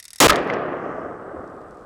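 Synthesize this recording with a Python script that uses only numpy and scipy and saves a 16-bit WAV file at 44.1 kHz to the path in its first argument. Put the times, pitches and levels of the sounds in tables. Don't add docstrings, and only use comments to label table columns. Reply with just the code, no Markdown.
import sys
import numpy as np
from scipy import signal
from scipy.fft import rfft, irfft
from scipy.io import wavfile

SR = 44100
rng = np.random.default_rng(int(sys.argv[2]) if len(sys.argv) > 2 else 0)


def store_pcm(level_fs):
    pcm = np.round(np.clip(level_fs, -1, 1) * 32767).astype(np.int16)
    wavfile.write(sys.argv[1], SR, np.atleast_2d(pcm).T)


N = 81585
BURST_S, BLAST_END_S, BLAST_RELEASE_S = 0.2021, 0.306, 0.0024


def from_db(db):
    return 10 ** (np.asarray(db) / 20)


def clock():
    return np.arange(N) / SR


def rms_one(x):
    return x / np.sqrt(np.mean(x ** 2) + 1e-20)


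def fade(start, length):
    age = clock() - start
    return (age >= 0) * np.exp(-np.maximum(age, 0) / length)


def until(end):
    t = clock()
    return (t >= BURST_S) * np.exp(-np.maximum(t - end, 0) / BLAST_RELEASE_S)


def noise(spectrum):
    hz, db = np.transpose(spectrum)
    bins = np.maximum(np.fft.rfftfreq(N, 1 / SR), 1)
    gain = from_db(np.interp(np.log(bins), np.log(hz), db))
    gain = gain * np.minimum(bins / hz[0], 1)
    return rms_one(irfft(rfft(rng.standard_normal(N)) * gain, N))


def resonate(x, hz, width):
    r = np.exp(-np.pi * width / SR)
    feed = np.array([1, 0, -1]) * (1 - r * r) / 2
    feedback = [1, -2 * r * np.cos(2 * np.pi * hz / SR), r * r]
    return signal.lfilter(feed, feedback, x + 1e-18)


def narrow(x, hz, width):
    return rms_one(resonate(resonate(x, hz, width), hz, width))


def narrow_noise(hz, width):
    return narrow(rng.standard_normal(N), hz, width)


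def clicks(per_s):
    return (rng.random(N) < per_s / SR) * rng.standard_normal(N)


def lowpass(x, hz):
    return signal.sosfilt(signal.butter(2, hz, fs=SR, output="sos"), x)


AIR_DB, AIR_DIP_DB, AIR_RETURN_S = -56, 17, 0.45
MIST_DB, MIST_S, MIST_SPREAD_S, MIST_HZ = -71, 0.92, 0.1824, 5560
# f/Hz, relative level/dB
AIR_COLOUR = [(30, 23), (100, 12.5), (300, -5.5), (1000, -6.5), (2000, -2.5), (3200, -10.5), (5000, -15),
              (6800, -19), (8000, -10.5), (11000, -24), (16000, -32)]


def air():
    swell = np.exp(-((clock() - MIST_S) / MIST_SPREAD_S) ** 2 / 2)
    mist = from_db(MIST_DB) * swell * narrow_noise(MIST_HZ, MIST_HZ / 2)
    air_level = from_db(AIR_DB - AIR_DIP_DB * fade(BLAST_END_S, AIR_RETURN_S))
    return air_level * noise(AIR_COLOUR) + mist


ECHO_DB, ECHO_GRAIN_DB = 0.5, 3
# t/s, level/dB
ECHO_ROLL = [(.29, -8.5), (.33, -17), (.4, -21.5), (.444, -26.5), (.495, -22), (.66, -27), (.74, -27.5),
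             (.82, -29.5), (.88, -29), (1.1, -32), (1.16, -36), (1.325, -35), (1.354, -35), (1.45, -37),
             (1.8, -42.5), (1.85, -42)]
# f/Hz, relative level/dB at the blast's end, extra loss/(dB per s)
ECHO_COLOUR = [(30, -16, -16), (60, -17.5, -15), (107.4, -9.5, -6), (220, -3, 0), (395.4, 0.5, -1),
               (719.4, -3, 0), (935, -11, 0.5), (1243, -5.5, -2), (1338, -11, -2), (1720, -9.5, 7),
               (2230, -15, 20.5), (3600, -27.5, 36), (5330, -34, 57), (7600, -41, 108), (10000, -60, 117)]


def echo():
    t = clock()
    age = np.maximum(t - BLAST_END_S, 0)
    hz, db, loss = np.transpose(ECHO_COLOUR)
    hiss = rng.standard_normal(N)
    grain = from_db(ECHO_GRAIN_DB * np.minimum(rng.exponential(1, N), 7))
    reflections = rfft(rms_one(hiss * grain))
    log_bins = np.log(np.maximum(np.fft.rfftfreq(N, 1 / SR), 1))
    bands = [np.interp(log_bins, np.log(hz), row) for row in np.eye(len(hz))]
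    total = np.sqrt(np.mean((from_db(db) @ np.array(bands)) ** 2))
    out = np.zeros(N)
    for band, start_db, loss_per_s in zip(bands, db, loss):
        out += irfft(reflections * band, N) * from_db(start_db - loss_per_s * age)
    roll = from_db(ECHO_DB + np.interp(t, *np.transpose(ECHO_ROLL)))
    return out / total * (t > BURST_S) * roll


# t/s at the middle of the wave, level/dB, f/Hz
ECHO_THUDS = [(0.32, -15, 55), (.412, -31, 57.6), (.741, -21.5, 558), (.863, -14.5, 503), (.985, -19, 544),
              (1.058, -36, 66), (1.348, -22, 348), (1.385, -33, 76.5), (1.406, -28.5, 260)]


def returns():
    out = np.zeros(N)
    for s, db, hz in ECHO_THUDS:
        cycles = (clock() - s) * hz
        out -= from_db(db) * np.sin(2 * np.pi * cycles) * np.exp(-cycles ** 2)
    return out


DEBRIS_TOP_RATIO = 0.68


def scrap(hz, width):
    click = resonate(rng.standard_normal(N), hz, width)
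    return rms_one(lowpass(click, min(hz * DEBRIS_TOP_RATIO, 0.45 * SR)))


DROPS_PER_S, DROPS_DB, DROPS_FALL_DB_PER_S = 260, -53, 146
SETTLE_PER_S, SETTLE_DB, SETTLE_FROM_S, SETTLE_RISE_S = 200, -75, 1.05, 0.5
# t/s, level/dB, f/Hz, width/Hz, fade/s
LANDINGS = [(0.3316, -20, 3960, 4000, 0.0019), (0.3586, -16.5, 4840, 6000, 0.0012),
            (0.365, -29, 8000, 5000, .0008), (.3735, -65, 13000, 6000, .0005),
            (.3912, -34, 4500, 4440, 0.00069), (0.4468, -48, 10360, 7000, 0.00058),
            (.4752, -39, 6440, 5000, 0.00039), (.536, -38, 5450, 1200, 0.0044)]


def debris():
    t = clock()
    scraps = np.zeros(N)
    for s, db, hz, width, length in LANDINGS:
        scraps += from_db(db) * fade(s, length) * scrap(hz, width)
    age = t - BLAST_END_S
    spray_level = (age > 0) * from_db(DROPS_DB - DROPS_FALL_DB_PER_S * np.abs(age))
    spray = spray_level * narrow(clicks(DROPS_PER_S), 7000, 6000)
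    settle_rise = np.clip((t - SETTLE_FROM_S) / SETTLE_RISE_S, 0, 1)
    settling = settle_rise * from_db(SETTLE_DB) * narrow(clicks(SETTLE_PER_S), 5120, 5130)
    return scraps + spray + settling


TICK_DB, TICK_FADE_S = -30, 0.0042
TICK_RATTLE_DB, TICK_RATTLE_S = -25, 0.014
TICK_CONTACT_DB, TICK_CONTACT_S = -36.5, 0.0014
# t/s, relative level/dB
TICK_TIMES = [(0.0002, 2), (0.0266, -1), (0.0415, -5), (0.0528, 3), (0.0808, 1), (0.1049, 1.5), (0.1319, 5),
              (0.1478, -13.5), (0.1588, 2), (0.1815, -8), (0.1846, -1)]
# f/Hz, width/Hz, relative level/dB
TICK_RESONANCES = [(1977, 300, -1), (2700, 440, -8), (3670, 350, 0.5), (4660, 500, 0), (5400, 550, 2.5),
                   (6670, 450, -1.5), (7800, 600, -2), (8910, 900, -3.5), (10580, 470, -2.5)]
# f/Hz, relative level/dB
CONTACT_COLOUR = [(300, -15.5), (1500, -12), (4000, -20), (7500, 4), (11000, 4.5), (13000, -5),
                  (17000, -18)]


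def ticking():
    force, touch = np.zeros(N), np.zeros(N)
    for s, db in TICK_TIMES:
        rattle = from_db(TICK_RATTLE_DB) * fade(s, TICK_RATTLE_S)
        force += from_db(db) * (fade(s, TICK_FADE_S) + rattle)
        touch += from_db(db) * fade(s, TICK_CONTACT_S)
    drive = force * rng.standard_normal(N)
    body = np.zeros(N)
    for k, (hz, width, db) in enumerate(TICK_RESONANCES):
        body += (-1) ** k * from_db(db) * resonate(drive, hz, width)
    return from_db(TICK_DB) * body + from_db(TICK_CONTACT_DB) * touch * noise(CONTACT_COLOUR)


WHACK_ROUGH, WHACK_TOP_HZ = 0.33, 4500
SNAP_DB, SNAP_S, SNAP_HZ = -6, 0.00047, 5360
# t/s, level/dB of the tone at its start, f/Hz, time to fall by 60 dB/s
SHELL_WHACKS = [(.2962, 8, 1270, .036), (.3032, 6, 1680, .012), (.3226, 1, 1300, .013),
                (.4998, -10, 2050, .015)]


def whacks():
    out = np.zeros(N)
    for s, db, hz, t60 in SHELL_WHACKS:
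        tone = np.sin(2 * np.pi * hz * (clock() - s))
        buzz = narrow_noise(hz, hz / 2)
        out += from_db(db) * fade(s, t60 / np.log(1000)) * (tone + WHACK_ROUGH * buzz)
    snap = from_db(SNAP_DB) * fade(SHELL_WHACKS[0][0], SNAP_S) * narrow_noise(SNAP_HZ, SNAP_HZ / 2)
    return lowpass(out, WHACK_TOP_HZ) + snap


JET_DB, JET_FALL_DB_PER_S, CRACK_DB, CRACK_S = -5, 139, 4.5, 0.003
TEAR_DB, TEAR_HZ, TEAR_WIDTH_HZ = -8, 1900, 3000
ROAR_DB, ROAR_RISE_S, ROAR_FALL_DB_PER_S, ROAR_END_S = 4.5, 0.035, 49.5, 0.269
# f/Hz, relative level/dB
JET_COLOUR = [(100, -10), (600, 10), (2000, -5), (4000, -3), (7000, 2.5), (11000, -7.5), (16000, -19)]
# f/Hz, relative level/dB
ROAR_COLOUR = [(30, -12), (120, -12.5), (250, -4), (420, -3.5), (700, -3), (1200, -8.5), (2500, -26.5),
               (6000, -44)]
# t/s, pressure/full scales
PRESSURE_SWING = [(.2708, 0), (.2722, 6), (.279, 5), (.2818, .95), (.286, .95), (.2885, 1.25), (.2925, .95),
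                  (.2948, 1.15), (.2962, 0)]


def blast():
    age = np.maximum(clock() - BURST_S, 0)
    jet_level = from_db(JET_DB - JET_FALL_DB_PER_S * age)
    crack_level = from_db(CRACK_DB) * fade(BURST_S, CRACK_S)
    jet = noise(JET_COLOUR) * (jet_level + crack_level)
    tear = from_db(TEAR_DB) * narrow_noise(TEAR_HZ, TEAR_WIDTH_HZ)
    roar_level = from_db(ROAR_DB - ROAR_FALL_DB_PER_S * age) * (1 - np.exp(-age / ROAR_RISE_S))
    roar = noise(ROAR_COLOUR) * roar_level
    swing = np.interp(clock(), *np.transpose(PRESSURE_SWING), left=0, right=0)
    return until(BLAST_END_S) * (jet + tear) + until(ROAR_END_S) * roar + swing


def scene():
    bottle = ticking() + blast() + whacks() + debris()
    return (bottle + echo() + returns() + air())[None]


def saturate(x, top):
    return x / (1 + (x / top) ** 4) ** (1 / 4)


MIC_TOP, AMPLIFIER_TOP = 0.41, 0.61
COUPLING_HZ, CUTOFF_HZ = 176, 17700


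def record(dry):
    coupling = signal.butter(1, COUPLING_HZ, "high", fs=SR, output="sos")
    x = signal.sosfilt(coupling, saturate(dry, MIC_TOP))
    top_cut = signal.cheby2(12, 70, CUTOFF_HZ, fs=SR, output="sos")
    return signal.sosfilt(top_cut, saturate(x, AMPLIFIER_TOP))


dry = scene()
out = record(dry)
store_pcm(out)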